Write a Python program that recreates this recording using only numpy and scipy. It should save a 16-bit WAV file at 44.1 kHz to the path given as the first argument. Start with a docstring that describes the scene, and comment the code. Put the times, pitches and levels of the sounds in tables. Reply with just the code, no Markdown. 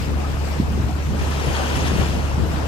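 """On the deck of a moving boat, with two microphone ports open to the wind and the bow wave off to the left.
From the start the engine drones below, wind rumbles and buffets the ports, and bubbly water churns along the hull.
At about 0.6 s comes a hard thump, then a cluster of them from 0.8 to 0.9 s; a few air pockets gurgle in the churn.
At about 1 s a crest breaks: a long foam hiss with splashing drops swells, spurts and dies away by 2.6 s.
Engine and hums are sine tones, thumps and gurgles short sines, wind coloured noise, water noise plus bubbles."""
import sys
import numpy as np
from scipy import signal
from scipy.fft import rfft, irfft, next_fast_len
from scipy.io import wavfile
from scipy.ndimage import uniform_filter1d, map_coordinates

SR = 44100
rng = np.random.default_rng(int(sys.argv[2]) if len(sys.argv) > 2 else 0)


def dump_mix(stems):
    """Bounce the given channels to the path in sys.argv[1] as a 16-bit WAV at rate SR."""
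    frames = np.atleast_2d(stems).T  # one column per channel
    limited = np.clip(frames, -1, 1)  # hard clip at full scale
    pcm = np.round(limited * 32767).astype(np.int16)
    wavfile.write(sys.argv[1], SR, pcm)


N = 117747


def amp(db):
    """Decibels to gain."""
    return 10 ** (np.asarray(db) / 20)


def unit(x):
    """Scaled to rms 1."""
    return x / np.sqrt(np.mean(x ** 2) + 1e-20)


def seconds():
    """Time of every sample, in seconds."""
    return np.arange(N) / SR


def along(points, hz):
    """Values of (frequency, value) points, interpolated on a log frequency axis."""
    f, v = np.transpose(points)
    return np.interp(np.log(hz + 1), np.log(f + 1), v)


def sides(db):
    """Left and right gains for a level difference, left over right."""
    return amp(np.array([[.5], [-.5]]) * db)


def wobble(rate):
    """A smooth random curve with this many knots a second."""
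    return map_coordinates(rng.standard_normal(1024), [np.arange(N) * rate / SR + 2], mode="wrap")


def filtered(x, response):
    """x shaped by a (complex) response of frequency."""
    m = next_fast_len(N + SR // 2)
    return irfft(rfft(x, m) * response(np.fft.rfftfreq(m, 1 / SR)), m)[..., :N]


# firing rate and its octave, at the deck: one rms level each [dB]
ENGINE_LEVELS = [-24, -46.5]
# weaker hums of the machinery: (frequency [Hz], rms level [dB])
MACHINE_HUMS = [(44, -38.5), (139, -37)]
ENGINE_HZ = 73.06
ENGINE_LEAD_S = 0.00073  # the left port hears the drone first


def engine():
    """A steady low drone at the firing rate and its octave, wavering slightly, with weaker hums beside it."""
    turns = np.cumsum(ENGINE_HZ * (1 + 0.0016 * wobble(4.3))) / SR
    turns = turns + ENGINE_HZ * ENGINE_LEAD_S * np.array([[.5], [-.5]])
    drone = 0
    for harmonic, db in enumerate(ENGINE_LEVELS, start=1):
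        drone = drone + amp(db + 0.73 * wobble(10.47)) * np.sin(2 * np.pi * harmonic * turns)
    hums = 0
    for hz, db in MACHINE_HUMS:
        level = amp(db + wobble(7.3))
        hums = hums + level * np.sin(2 * np.pi * hz * seconds() + wobble(8.06))
    return np.sqrt(2) * (drone + hums)  # from rms to peak


# wind at the two ports: (frequency [Hz], share common to both [0-1])
COMMON_WIND = [(40, 0), (55, 0.07), (105, 0.07), (160, 0.39), (300, 0.56)]


def on_the_ports(spectrum):
    """Lumpy wind noise of rms 1, partly different on each port."""
    x = filtered(rng.standard_normal((3, N)), lambda hz: amp(along(spectrum, hz)))
    alike = lambda hz: np.clip(along(COMMON_WIND, hz), 0, 1)
    common = filtered(x[0], lambda hz: np.sqrt(alike(hz)))
    separate = filtered(x[1:], lambda hz: np.sqrt(1 - alike(hz)))
    lumps = amp(1.05 * np.array([wobble(34.96), wobble(34.73)]))
    return unit((common + separate) * lumps)


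# colour of the steady wind: (frequency [Hz], relative level per Hz [dB])
RUMBLE_COLOUR = [(20, -37), (32, -22), (42, -9), (55, 5), (72, -0.5), (95, 5.5), (140, -3), (200, -3),
                 (300, -6.5), (450, -19), (800, -28), (2000, -72)]
# colour of the gusts: (frequency [Hz], relative level per Hz [dB])
GUST_COLOUR = [(40, -15), (75, 3), (110, 2), (165, 1), (300, -7.5), (450, -14), (800, -29.5), (2000, -58)]
# gusts on the ports: (time [s], half length [s], level [dB], left over right [dB])
PORT_GUSTS = [(0.006, 0.023, -25.5, 5.5), (0.12, 0.044, -25, 1.5), (0.307, 0.038, -30, 5),
              (0.617, 0.022, -23, -3), (0.728, 0.038, -25.5, -4.5), (0.834, 0.062, -24.5, 0),
              (1.138, .05, -25.5, -3), (1.23, 0.019, -24.5, 1), (1.472, 0.025, -24.5, 5.5),
              (1.803, 0.061, -22.5, -4), (1.972, 0.074, -21.5, 3), (2.152, 0.045, -26.5, -4.5),
              (2.421, 0.042, -25, 12), (2.536, 0.055, -26, -2)]
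WIND_DB = -28  # the steady rumble


def wind():
    """A steady deep rumble, and gusts that buffet the ports higher up: noise whose power swells in brief bumps."""
    t = seconds()
    gust_power = 0
    for s, half, db, pan in PORT_GUSTS:
        bump = np.exp(-((t - s) / half) ** 2)
        gust_power = gust_power + (amp(db) * sides(pan)) ** 2 * bump
    rumble = amp(WIND_DB) * on_the_ports(RUMBLE_COLOUR)
    return rumble + np.sqrt(gust_power) * on_the_ports(GUST_COLOUR)


# eddies on a port or water slapping the hull:
# (time [s], pitch at that time [Hz], envelope level [dB], left over right [dB])
HARD_THUMPS = [(.602, 232, -8.5, 0.5), (0.778, 350, -27.5, 24), (0.804, 105, -13, -9),
               (0.846, 88, -12.5, 2), (0.896, 232, -18, -4)]
THUMP_CYCLES, THUMP_SAG = 0.69, 0.17  # half length [cycles]; share of pitch lost over it


def thumps():
    """Each thump is a push of a cycle or two that falls in pitch."""
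    out = np.zeros((2, N))
    for s, hz, db, pan in HARD_THUMPS:
        age = (seconds() - s) * hz / THUMP_CYCLES  # in half lengths
        push = np.sin(2 * np.pi * THUMP_CYCLES * age * (1 - THUMP_SAG * age / 2))
        out += amp(db) * sides(pan) * np.exp(-age ** 2) * push
    return out


# larger air pockets in the churn:
# (time [s], starting pitch [Hz], peak level [dB], left over right [dB])
AIR_POCKETS = [(0.236, 1244, -34.5, 7), (.885, 718, -32.5, 4), (1.53, 939, -32, 5)]
GURGLE_SWELL_S, GURGLE_RISE_PER_S = 0.012, .6  # time to the peak; share of pitch gained a second
GURGLE_ROUGH = 0.63  # phase jitter [rad]


def gurgles():
    """Larger pockets of air ring briefly above the churn, unsteady and rising in pitch."""
    out = np.zeros((2, N))
    for s, hz, db, pan in AIR_POCKETS:
        age = np.maximum(seconds() - s, 0)
        swell = age / GURGLE_SWELL_S * np.exp(1 - age / GURGLE_SWELL_S)
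        phase = 2 * np.pi * hz * age * (1 + GURGLE_RISE_PER_S * age / 2)
        phase = phase + GURGLE_ROUGH * wobble(150)
        out += amp(db) * sides(pan) * swell * np.sin(phase)
    return out


def patchy(patchy_db):
    """Three unrelated noises (shared, left, right) with the same patches of random gain in time and frequency."""
    z = signal.stft(rng.standard_normal((3, N)), nperseg=512)[2]
    field = rng.standard_normal(z.shape[1:])
    field = uniform_filter1d(field, size=7, axis=0)  # across frequency
    field = uniform_filter1d(field, size=6, axis=1)  # across time
    noises = signal.istft(z * amp(patchy_db * unit(field)), nperseg=512)[1]
    return unit(noises[:, :N])


BUBBLE_RISE = 0.18  # share of pitch gained per decay length, over the first two


def bubbles(per_s, hz, cycles, spread_db, size):
    """Three unrelated streams of bubbles: damped sines that rise in pitch, higher ones starting louder."""
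    u = rng.random((int(3 * per_s * N / SR), 4))
    pitch = np.minimum(hz * 3 ** (2 * u[:, 1:2] - 1), SR / 3)  # a third to three times hz
    turns = pitch * np.arange(size) / SR
    age = turns / cycles
    strength = amp(-spread_db * np.log(0.049 + u[:, 2:3])) * pitch / hz
    tone = np.sin(2 * np.pi * turns * (1 + BUBBLE_RISE * np.minimum(age, 2) / 2))
    envelope = np.exp(-np.pi * age) * (1 - np.exp(-2 * turns))
    ring = strength * tone * envelope
    at = (u[:, :1] * 3 * N).astype(int) + np.arange(size)  # the streams lie end to end
    return unit(np.bincount(at.ravel(), ring.ravel(), 3 * N)[:3 * N].reshape(3, N))


# how the water reaches the ports: (frequency [Hz], left over right [dB])
PORT_SHADE = [(200, -0.5), (500, 6), (800, 8.5), (1200, 6), (1700, 5), (2300, 2), (3100, 3.5), (3700, 6),
              (5200, 8), (6850, 9), (7700, 7), (9200, -7.5), (11000, 1.5), (13000, -0.5)]
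# straight from the wave, before each layer's directness: (frequency [Hz], share [0-1])
DIRECT_SHARE = [(300, 0.42), (1000, 0.49), (1700, 0.35), (2200, 1), (2900, 0.33), (4500, 0.5), (9000, 0.21)]
WATER_LEAD_S = 0.00026  # the left port hears the wave first


def from_the_side(streams, spectrum, directness):
    """Coloured water at the ports: part direct and earlier on the left, part diffuse, then unequal port levels."""
    x = unit(filtered(streams, lambda hz: amp(along(spectrum, hz))))
    share = lambda hz: np.clip(directness * along(DIRECT_SHARE, hz), 0, 1)
    lead = lambda hz: np.exp(np.pi * 1j * hz * WATER_LEAD_S * np.array([[1], [-1]]))
    direct = filtered(x[0], lambda hz: np.sqrt(share(hz)) * lead(hz))
    diffuse = filtered(x[1:], lambda hz: np.sqrt(1 - share(hz)))
    return filtered(direct + diffuse, lambda hz: sides(along(PORT_SHADE, hz)))


def fizz():
    """Hiss full of tiny bursting bubbles."""
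    tiny = bubbles(per_s=2300, hz=4550, cycles=2.3, spread_db=2, size=120)
    return patchy(patchy_db=2.0) + amp(-7.5) * tiny


# the bow wave along the hull: (time [s], churning water level [dB], trailing foam level [dB])
BOW_WAVE = [(0, -33.5, -35.5), (.15, -35, -40.5), (.25, -31, -39.5), (.3, -34.5, -38), (.39, -33.5, -38.5),
            (.45, -33.5, -37), (.55, -33, -37), (.66, -34.5, -39), (1.11, -36, -40), (1.23, -31, -38.5),
            (1.38, -30.5, -37.5), (1.53, -27.5, -38.5), (1.7, -28, -35.5), (1.88, -30, -39),
            (2.03, -28.5, -34.5), (2.2, -32, -40), (2.35, -31.5, -40.5), (2.5, -30.5, -37.5),
            (2.67, -29.5, -37.5)]
# colour of the churning water: (frequency [Hz], filter gain [dB])
CHURN_COLOUR = [(90, -17), (220, -3), (450, -3), (700, -6), (1000, -7), (1350, -9.5), (1900, -18),
                (3000, -36), (6000, -59)]
# colour of the trailing foam: (frequency [Hz], filter gain [dB])
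FOAM_COLOUR = [(500, -14), (1200, -5), (2000, -2.5), (2620, -1.5), (3000, -4.5), (3800, -8.5), (4500, -9),
               (5200, -9), (6300, -12.5), (7700, -14), (9000, -14.5), (10300, -25), (12000, -15),
               (15500, -29.5)]
CHURN_DIRECT, FOAM_DIRECT = 0.6, 0.23  # relative to the crest: both are spread more widely


def wake():
    """Churning water full of bubbles, and the fizz of its trailing foam, both wavering in level."""
    s, *levels = np.transpose(BOW_WAVE)
    churn_db, foam_db = [np.interp(seconds(), s, level) for level in levels]
    bubbling = bubbles(per_s=450, hz=854.4, cycles=8.9, spread_db=2.0, size=1200)
    churn = from_the_side(patchy(patchy_db=1.26) + amp(-8) * bubbling, CHURN_COLOUR, CHURN_DIRECT)
    foam = from_the_side(fizz(), FOAM_COLOUR, FOAM_DIRECT)
    return amp(churn_db + 0.44 * wobble(21.77)) * churn + amp(foam_db + 0.66 * wobble(24.43)) * foam


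# spurts of spray within the breaking crest: (time [s], half length [s], rise [dB])
SPRAY_SPURTS = [(1.226, 0.064, 3.5), (1.563, 0.026, 2.5), (1.764, 0.018, 4), (1.877, 0.014, 5)]
# colour of the breaking crest: (frequency [Hz], filter gain [dB])
CREST_COLOUR = [(500, -7.5), (1000, -4.5), (1500, -0.5), (1850, 0.5), (2200, -1), (2650, 1.5), (3250, -1),
                (3750, -6.5), (5000, -7), (6000, -9.5), (6800, -8.5), (7400, -16.5), (9000, -11),
                (10300, -17.5), (12000, -16.5), (15500, -38)]
BREAK_S, BREAK_RISE_S, BREAK_HOLD_S, BREAK_FALL_S = 1.027, 0.45, 0.43, 0.65
BREAK_DB = -32  # held level between spurts
SPLASH_DB = -8.5  # drops against the hiss
SPLASH_CLUMP_DB, SPLASH_CLUMPS_PER_S = 3, 25  # the drops fall in clumps


def breaker():
    """The crest spills over: patchy hiss and splashing drops swell, hold with a few spurts, and die away."""
    t = seconds()
    corners = BREAK_S + np.cumsum([0, BREAK_RISE_S, BREAK_HOLD_S, BREAK_FALL_S])
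    swell = np.interp(t, corners, [0, 1, 1, 0])
    spurt_db = sum(rise * np.exp(-((t - s) / half) ** 2) for s, half, rise in SPRAY_SPURTS)
    drops = bubbles(per_s=700, hz=2933, cycles=14.4, spread_db=2.5, size=600)
    clumps = amp(SPLASH_DB + SPLASH_CLUMP_DB * wobble(SPLASH_CLUMPS_PER_S))
    spray = patchy(patchy_db=2.0) + clumps * drops
    return swell * amp(BREAK_DB + spurt_db) * from_the_side(spray, CREST_COLOUR, directness=1)


def scene():
    """Engine, wind and water together on the deck."""
    return engine() + wind() + thumps() + gurgles() + wake() + breaker()


LOW_CUT_HZ, TOP_HZ = 35, 15800


def record(dry):
    """The microphones lose the deepest rumble and pass nothing above their band limit."""
    return filtered(dry, lambda hz: (hz < TOP_HZ) * (1 - np.exp(-(hz / LOW_CUT_HZ) ** 6)))


dry = scene()
out = record(dry)
dump_mix(out)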